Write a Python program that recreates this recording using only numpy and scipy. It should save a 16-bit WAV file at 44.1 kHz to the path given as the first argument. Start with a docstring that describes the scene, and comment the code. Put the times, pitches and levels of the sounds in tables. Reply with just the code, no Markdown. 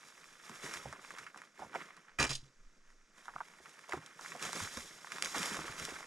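"""A log yard overgrown with tall weeds. Someone wades through, sets a chainsaw down on a log, stands a
moment and walks on. Leaves swish against the legs, stalks and bark litter crunch in many tiny slips,
twigs snap and boots thud on the earth. The saw rattles as it lands, the trunk rings hollow and a deep
wobble follows as the log rocks. Behind it all lie a faint low rumble and the hiss of distant leaves."""
import sys
import numpy as np
from scipy import signal
from scipy.io import wavfile
from scipy.ndimage import uniform_filter1d

SR = 44100
rng = np.random.default_rng(int(sys.argv[2]) if len(sys.argv) > 2 else 0)


def store_wav(level_fs):
    """Save 16-bit WAV to argv[1]."""
    pcm = np.round(np.clip(np.atleast_2d(level_fs), -1, 1) * 32767)
    wavfile.write(sys.argv[1], SR, pcm.T.astype(np.int16))


N = 267466

# Legs and boots sweeping through the weeds.
# Each row: start in seconds, hold in seconds, crunch level in dB, swish in dB against the crunch.
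LEG_SWEEPS = [(0, 0.091, -60.5, -1.5), (0.168, 0.24, -64, 0), (0.452, 0.2, -55.5, -2),
              (0.647, 0.03, -46, -4), (0.744, 0.005, -49, -0.5), (0.86, 0.071, -55, -8.5),
              (1.022, 0.2, -58, -3), (1.374, 0.01, -58, -7), (1.594, 0.024, -56, -6),
              (1.755, 0.061, -49.5, -11), (1.933, 0.09, -67.5, -8), (2.088, 0.006, -64, -17),
              (2.87, 0.02, -73, -4), (3.179, 0.1, -62, -4.5), (3.334, 0.24, -62, -5),
              (3.636, 0.196, -62.5, -2), (3.92, 0.005, -49.5, -7.5), (4.049, 0.16, -62.5, -3),
              (4.236, 0.078, -52, -2), (4.431, 0.035, -44.5, -1), (4.559, 0.065, -46.5, 2.5),
              (4.743, 0.053, -51.5, 3.5), (4.876, 0.26, -60, 1.5), (5.128, 0.057, -50.5, -2.5),
              (5.256, 0.032, -46.5, 2), (5.366, 0.14, -42, 0), (5.554, 0.189, -48.5, -4.5),
              (5.794, 0.052, -47.5, 0.5), (5.906, 0.087, -52, -4)]
def sweep_envelopes():
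    """Faders for crunch, swish and press: each sweep swells, holds and dies away to a faint stirring."""
    rise_db_per_s, fall_db_per_s = 305, 105.5
    sole_db = -8.5  # against the crunch
    t = np.arange(0, N + 64, 64) / SR
    start, hold, db, swish_db = np.transpose(LEG_SWEEPS)[..., None]
    before, after = np.maximum(start - t, 0), np.maximum(t - start - hold, 0)
    shape_db = db - rise_db_per_s * before - fall_db_per_s * after
    for offset_db, floor_db in [(0, -75), (swish_db, -82), (sole_db, -80.5)]:
        power = (gain_of(shape_db + offset_db) ** 2).sum(0) + gain_of(floor_db) ** 2
        yield np.interp(np.arange(N) / SR, t, np.sqrt(power))


# Airy leaves, midrange stalks and a dull sole. Each row: frequency in Hz, relative level in dB.
LEAF_EQ = [(1350, -15), (2300, -3.5), (2860, -10.5), (3420, -3), (4510, -5.5), (5440, -1.5), (6240, -4),
           (6660, -3.5), (7580, -4.5), (8220, -9.5), (9830, -9.5), (12100, -18), (14500, -25.5),
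           (15200, -37), (16000, -48)]
STALK_EQ = [(260, -39.5), (450, -11), (614, -9), (673, -5.5), (786, -6.5), (853, -3), (1200, 2.5),
            (2190, 0.5), (2800, -8), (4000, -16.5), (5200, -17.5), (8800, -120)]
SOLE_EQ = [(35, -41), (60, -33), (166, 3.5), (204, -1.5), (389, -0.5), (553, -0.5), (742, -8.5), (900, -32),
           (1170, -11), (1980, -120)]
def weed_rustle():
    """Leaves brush the legs, stalks crunch under the boot, the sole presses the litter."""
    crunch, swish, press = sweep_envelopes()
    shake = gain_of(0.5 * wander(0.028))  # one movement shakes all layers together
    ticks = crackle(per_s=90, spread_db=6)  # dry stems cracking, in both leaves and stalks
    brush = unit_rms(grains(per_s=200, spread_db=1.5, tail_s=0.002, clump_db=1, clump_s=0.016, bed=5.4))
    crush = grains(per_s=150, spread_db=4, tail_s=0.0025, clump_db=0.5, clump_s=0.0067, bed=1.37)
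    litter = grains(per_s=90, spread_db=2, tail_s=0.013, clump_db=2.5, clump_s=0.02, bed=1.2)
    leaves = colour(brush + 0.2 * ticks, LEAF_EQ)
    stalks = colour(unit_rms(crush) + 0.15 * ticks, STALK_EQ)
    sole = colour(litter, SOLE_EQ)
    return shake * (swish * leaves + crunch * stalks + press * sole)


# Stalks and twigs breaking. Each row: start in seconds, peak in dB, pitch in Hz,
# leaf flick in dB against the peak, 60 dB decay in seconds.
TWIG_BREAKS = [(0.242, -42.5, 1700, -13, 0.029), (0.468, -50, 1670, -16, 0.047),
               (0.495, -39.5, 1150, -8.5, 0.04), (0.644, -38, 1940, -13, 0.13),
               (0.712, -34, 1660, -18, 0.051), (0.738, -37, 1760, -2.5, 0.085),
               (0.857, -35, 690, -20, 0.057), (0.927, -33.5, 1330, -17.5, 0.079),
               (0.931, -39, 815, -39.5, 0.014), (1.106, -34, 1490, -15.5, 0.044),
               (1.139, -47, 704, -9, 0.039), (1.185, -33, 1730, -13, 0.084), (1.225, -50, 1590, -11, 0.018),
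               (1.266, -35.5, 1790, -21, 0.085), (1.345, -40.5, 1310, -30, 0.03),
               (1.36, -43.5, 1090, -26, 0.069), (1.375, -48, 1140, -1.5, 0.033),
               (1.418, -37, 1600, -18, 0.028), (1.593, -41.5, 950, -22, 0.21),
               (1.62, -36.5, 930, -41, 0.18), (1.742, -33.5, 1160, -25, 0.015),
               (1.749, -29, 1230, -21, 0.026), (1.757, -31, 610, -22, 0.051),
               (1.967, -47.5, 1600, -9, 0.061), (2.084, -48, 1400, -25, 0.064),
               (2.903, -54, 1550, -11, 0.032), (3.256, -45.5, 1230, -11, 0.1),
               (3.282, -31, 1200, -37, 0.077), (3.338, -41.5, 1280, -29, 0.078),
               (3.362, -29, 1060, -45, 0.026), (3.384, -40, 1130, -34, 0.042),
               (3.405, -30.5, 1210, -42, 0.035), (3.41, -32, 1080, -42, 0.043),
               (3.484, -47.5, 1420, -10, 0.034), (3.658, -40.5, 1670, -19, 0.051),
               (3.694, -51, 2220, -3, 0.022), (3.792, -42.5, 1670, -12, 0.016),
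               (3.892, -37.5, 684, -23, 0.091), (3.895, -52, 2220, 4.5, 0.015),
               (3.923, -25, 1670, -27, 0.042), (3.934, -25, 1080, -22, 0.065),
               (3.975, -37.5, 1110, -27, 0.045), (4.062, -47.5, 2000, 1.5, 0.035),
               (4.193, -39.5, 1310, -22, 0.039), (4.211, -42, 1120, -5, 0.018),
               (4.261, -33, 1660, -31, 0.028), (4.32, -32, 1620, -27, 0.03), (4.351, -36.5, 800, -26, 0.1),
               (4.395, -39, 2230, -13, 0.03), (4.426, -30, 2020, -7, 0.043),
               (4.452, -33.5, 1210, -2, 0.066), (4.492, -34.5, 970, -15, 0.019),
               (4.531, -27, 1410, -6, 0.013), (4.602, -33.5, 1220, -22, 0.034),
               (4.772, -35.5, 1350, -2.5, 0.061), (5.046, -36.5, 1300, -25, 0.015),
               (5.071, -37, 1550, -20, 0.03), (5.12, -29, 1780, -10.5, 0.035), (5.16, -45, 1310, -6, 0.051),
               (5.184, -32, 1570, -11.5, 0.02), (5.224, -24, 1840, -1.5, 0.017),
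               (5.247, -41, 2050, 10.5, 0.016), (5.259, -26.5, 1850, -9, 0.013),
               (5.346, -28.5, 1260, -24, 0.052), (5.43, -27.5, 2130, -6.5, 0.023),
               (5.458, -34, 1060, 1.5, 0.026), (5.545, -27.5, 1570, -15, 0.02),
               (5.569, -32, 920, -6, 0.034), (5.591, -30, 1130, -24, 0.01),
               (5.686, -36.5, 1120, -18, 0.073), (5.852, -35, 1670, 0.5, 0.039),
               (5.884, -38, 520, -25, 0.033), (5.89, -32, 2070, -25, 0.022), (5.968, -37, 1460, -23, 0.026),
               (6.006, -42, 1000, -8, 0.026)]
def twig_snaps():
    """A break is a click and a weaker run of tearing fibres; it rings the stalk and flicks the leaves."""
    cracks, flick, t = np.zeros(N), np.zeros(N), np.arange(2048) / SR
    click = 12.2 * (t == 0)
    tears = rng.standard_normal((len(TWIG_BREAKS), len(t)))
    for (start, db, hz, flick_db, t60), tear in zip(TWIG_BREAKS, tears):
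        fade = decay(t, t60)
        body = band(click + tear * fade, 0.64 * hz, 1.37 * hz)
        add(cracks, start, gain_of(db) * body / abs(body).max())
        add(flick, start, gain_of(db + flick_db) * (decay(t, 0.0069) + 0.42 * fade))
    leaves = colour(rng.standard_normal(N), LEAF_EQ)
    return cracks + 1.03 * band(flick * leaves, 1400, 12000)


# Boots meeting the ground. Each row: start in seconds, level in dB, pitch in Hz,
# 60 dB decay in seconds, level of the low heave in dB.
FOOTFALLS = [(0.494, -43, 216, 0.11, -79), (0.756, -55, 347, 0.088, -58), (0.852, -45, 132.5, 0.22, -47),
             (0.649, -55, 131, 0.087, -64), (1.598, -51.5, 355, 0.13, -61), (1.647, -53.5, 211, 0.1, -59),
             (1.751, -45.5, 358, 0.15, -75), (1.21, -55.5, 132, 0.067, -69), (3.35, -54.5, 133, 0.1, -66),
             (3.602, -46, 375, 0.032, -67), (3.934, -31.5, 357, 0.062, -49), (3.969, -40, 153, 0.092, -62),
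             (4.449, -48, 166, 0.13, -57), (4.615, -38.5, 98, 0.12, -62), (4.769, -36, 242, 0.077, -46),
             (5.36, -38.5, 272, 0.11, -54), (5.399, -37, 167, 0.086, -62), (5.514, -39.5, 201, 0.11, -66),
             (5.579, -47, 315, 0.17, -49), (5.637, -41, 345, 0.1, -60), (5.694, -39.5, 104, 0.046, -56),
             (5.81, -41, 239, 0.078, -48), (5.92, -37.5, 290, 0.056, -54)]
def boot_thuds():
    """A soft push with a crumble of earth; the ground rings a few cycles over a deeper heave."""
    out, t = np.zeros(N), np.arange(SR // 4) / SR
    crumbles = rng.standard_normal((len(FOOTFALLS), len(t)))
    for (start, db, hz, t60, heave_db), crumble in zip(FOOTFALLS, crumbles):
        earth = np.sin(2 * np.pi * hz * t) + 0.77 * unit_rms(band(crumble, 0.5 * hz, 2.26 * hz))
        thud = attack(t, 0.0042) * decay(t, t60) * earth
        heave = attack(t, 0.0078) * decay(t, 0.16) * np.sin(2 * np.pi * 68 * t)
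        add(out, start, gain_of(db) * thud + gain_of(heave_db) * heave)
    return out


# The saw lands and rocks on the bark.
# Each row: start in seconds, level in dB, brightness in dB, 60 dB decay in seconds.
SAW_KNOCKS = [(2.186, -17.5, -10, 0.17), (2.196, -19.5, -4.5, 0.16), (2.217, -40, 5, 0.069),
              (2.245, -29, -19, 0.071), (2.265, -40, 2, 0.15), (2.291, -37, 7.5, 0.15),
              (2.311, -23.5, -3, 0.041), (2.325, -42, 15, 0.077), (2.35, -44.5, 18, 0.06),
              (2.364, -58, 6.5, 0.41)]
# Modes of bar and casing. Each row: frequency in Hz, width in Hz before extra damping, level in dB.
SAW_MODES = [(915, 120, -8), (1195, 48, -3.5), (1670, 42, 3.5), (1880, 19, 4), (2334, 41, 10.5),
             (2440, 21, -17), (4140, 72, 4), (4720, 76, 2.5), (5040, 220, 1.5), (6600, 160, -20),
             (7500, 200, -27), (9100, 65, 0)]
def saw_clatter():
    """Each knock rattles loose parts, heard dull through the bark and ringing in the bar and casing."""
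    dull, bright, t = np.zeros(N), np.zeros(N), np.arange(SR // 4) / SR
    damping_hz = 8.6
    for start, db, bright_db, t60 in SAW_KNOCKS:
        knock = gain_of(db) * attack(t, 0.0036) * decay(t, t60)
        add(dull, start, knock)
        add(bright, start, knock * gain_of(bright_db))
    rattle = grains(per_s=690, spread_db=8.5, tail_s=0.0039, clump_db=-0.6, clump_s=0.0027, bed=1)
    low, high = dull * unit_rms(rattle), bright * unit_rms(rattle)
    rings = sum(gain_of(db) * resonate(low if hz < 2700 else high, hz, width + damping_hz)
                for hz, width, db in SAW_MODES)
    return 1.07 * band(low, 202, 2450) + 0.82 * band(high, 2780, 7170) + 0.85 * band(rings, 400, 10700)


# The saw's weight hitting the log. Each row: start in seconds, level in dB,
# 60 dB decay of the main ring in seconds, hardness (level of the other modes) in dB.
TRUNK_BLOWS = [(2.189, -32, 0.28, -2), (2.23, -39.5, 0.2, 3.5), (2.296, -34, 0.2, -11),
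               (2.42, -49, 0.2, -7)]
# Modes woken by hard blows. Each row: frequency in Hz, relative level in dB, 60 dB decay in seconds.
TRUNK_MODES = [(64.3, 6.5, 0.1), (226, 1.5, 0.066), (318, -1, 0.075)]
def trunk_ring():
    """The hollow ring of the trunk under the saw; its main note sags as it dies."""
    out, t = np.zeros(N), np.arange(SR // 2) / SR
    main_hz = 140
    modes = sum(gain_of(db) * decay(t, t60) * np.sin(2 * np.pi * hz * t) for hz, db, t60 in TRUNK_MODES)
    for start, db, t60, hard_db in TRUNK_BLOWS:
        main = decay(t, t60) * np.sin(2 * np.pi * main_hz * t * (1 - 0.5 * t))
        add(out, start, gain_of(db) * attack(t, 0.012) * (main + gain_of(hard_db) * modes))
    return out


# The rise and fall of the sub-bass. Each row: time in seconds, level in dB.
LOW_SWELLS = [(0, -84), (.8, -73), (1.7, -93), (2.1, -79), (2.3, -46), (2.4, -50), (2.53, -77), (2.65, -51),
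              (2.78, -58), (2.86, -64), (3.05, -64), (3.3, -69), (3.8, -94), (4.6, -78), (4.79, -64),
              (5.05, -88), (5.65, -76), (6.06, -71)]
def low_rumble():
    """A deep wobble after the saw lands, as the log rocks, with a faint low rumble elsewhere."""
    times, db = np.transpose(LOW_SWELLS)
    lumps = band(rng.standard_normal(N), 6, 20, order=4)
    return gain_of(np.interp(np.arange(N) / SR, times, db)) * unit_rms(lumps)


# The steady hiss of the yard. Each row: frequency in Hz, relative level in dB.
YARD_EQ = [(59, -43), (100, -15.5), (219, 0.5), (933, -17), (1300, -1), (2270, -7.5), (2790, -15),
           (4490, -9.5), (5870, -5), (7530, -11.5), (14000, -44)]
def yard_hiss():
    """Distant leaves in the breeze blend into a smooth bed."""
    return gain_of(-73) * colour(rng.standard_normal(N), YARD_EQ)


def grains(per_s, spread_db, tail_s, clump_db, clump_s, bed):
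    """Many small slips of uneven size that start sharply and trail off, in clumps, over a noise bed."""
    trails = signal.lfilter([1], [1, -np.exp(-1 / (tail_s * SR))], impulses(per_s, spread_db))
    return (unit_rms(trails) + bed) * rng.standard_normal(N) * gain_of(clump_db * wander(clump_s))


def crackle(per_s, spread_db):
    """Sparse single clicks of either sign."""
    return unit_rms(impulses(per_s, spread_db) * rng.choice([-1, 1], N))


def impulses(per_s, spread_db):
    """Randomly timed spikes, most small and a few large."""
    size = gain_of(spread_db * np.minimum(rng.exponential(1, N), 4))
    return size * (rng.random(N) < per_s / SR)


def wander(seconds):
    """A random drift of rms 1 that changes over the given time."""
    span = round(seconds * SR)
    return unit_rms(uniform_filter1d(uniform_filter1d(rng.standard_normal(N), span), span))


def colour(x, eq):
    """Minimum-phase EQ, so a click rings after it and not before; the result has rms 1."""
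    hz = abs(np.fft.fftfreq(4096, 1 / SR))
    log_gain = np.log(gain_of(np.maximum(curve_at(eq, hz), -100)))
    taps = np.fft.ifft(np.exp(np.conj(signal.hilbert(log_gain)))).real[:2048]
    return unit_rms(signal.oaconvolve(x, taps)[:len(x)])


def resonate(x, hz, width_hz):
    return signal.lfilter(*signal.iirpeak(hz, hz / width_hz, SR), x)


def band(x, low_hz, high_hz, order=3):
    return signal.sosfilt(signal.butter(order, [low_hz, high_hz], "band", fs=SR, output="sos"), x)


def curve_at(points, hz):
    point_hz, values = np.transpose(points)
    return np.interp(np.log(hz + 1), np.log(point_hz + 1), values)


def attack(t, rise_s):
    return 1 - np.exp(-t / rise_s)


def decay(t, t60):
    return gain_of(-60 * t / t60)


def gain_of(db):
    return 10 ** (np.asarray(db) / 20)


def unit_rms(x):
    return x / np.sqrt(np.mean(x ** 2) + 1e-20)


def add(mix, start_s, sound):
    part = mix[round(start_s * SR):][:len(sound)]
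    part += sound[:len(part)]


# Balance between the microphone ports. Each row: frequency in Hz, left minus right in dB.
STEREO_BALANCE = [(60, -0.5), (99, -0.5), (160, -3), (270, -2.5), (450, -2.0), (740, -3), (1220, -2.0),
                  (2010, -2.5), (3330, -6.5), (5500, -2), (9080, 1), (15000, -2)]
# Phase between the ports. Each row: frequency in Hz, lead of the left in radians.
STEREO_PHASE = [(30, 0), (500, -.06), (1100, -.2), (2500, -1.2), (3300, -.4), (4200, -1.2), (4750, .3),
                (5900, 0), (12000, .1), (15000, -.5)]
# How alike the two sides sound. Each row: frequency in Hz, likeness from 0 to 1.
STEREO_LIKENESS = [(30, 0.98), (60, 0.93), (250, 0.96), (700, 0.86), (1500, 1), (3000, 0.83), (4500, 0.7),
                   (7000, 1), (11000, 0.86), (14000, 0.3)]
def scene():
    """The sources lie in many directions, so part of the mix reaches the right port with other phases."""
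    walk = weed_rustle() + twig_snaps() + boot_thuds()
    mono = walk + saw_clatter() + trunk_ring() + low_rumble() + yard_hiss()
    hz, _, spectrum = signal.stft(mono, SR, nperseg=256)
    hz = hz[:, None]
    likeness = curve_at(STEREO_LIKENESS, hz)
    scattered = np.exp(2j * np.pi * rng.random(spectrum.shape[::-1]).T)
    tilt = gain_of(curve_at(STEREO_BALANCE, hz) / 2) * np.exp(0.5j * curve_at(STEREO_PHASE, hz))
    left = spectrum * tilt
    right = spectrum * (likeness + np.sqrt(1 - likeness ** 2) * scattered) / tilt
    return signal.istft(np.array([left, right]), SR, nperseg=256)[1][:, :N]


def record(dry):
    """The microphone housing leaves a narrow dip in the treble; a steep low-pass trims the top."""
    dipped = dry - 0.5 * resonate(dry, hz=4420, width_hz=290)
    low_pass = signal.firwin(511, 15700, window=("kaiser", 9), fs=SR)
    return signal.oaconvolve(dipped, low_pass[None], "same")


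dry = scene()
out = record(dry)
store_wav(out)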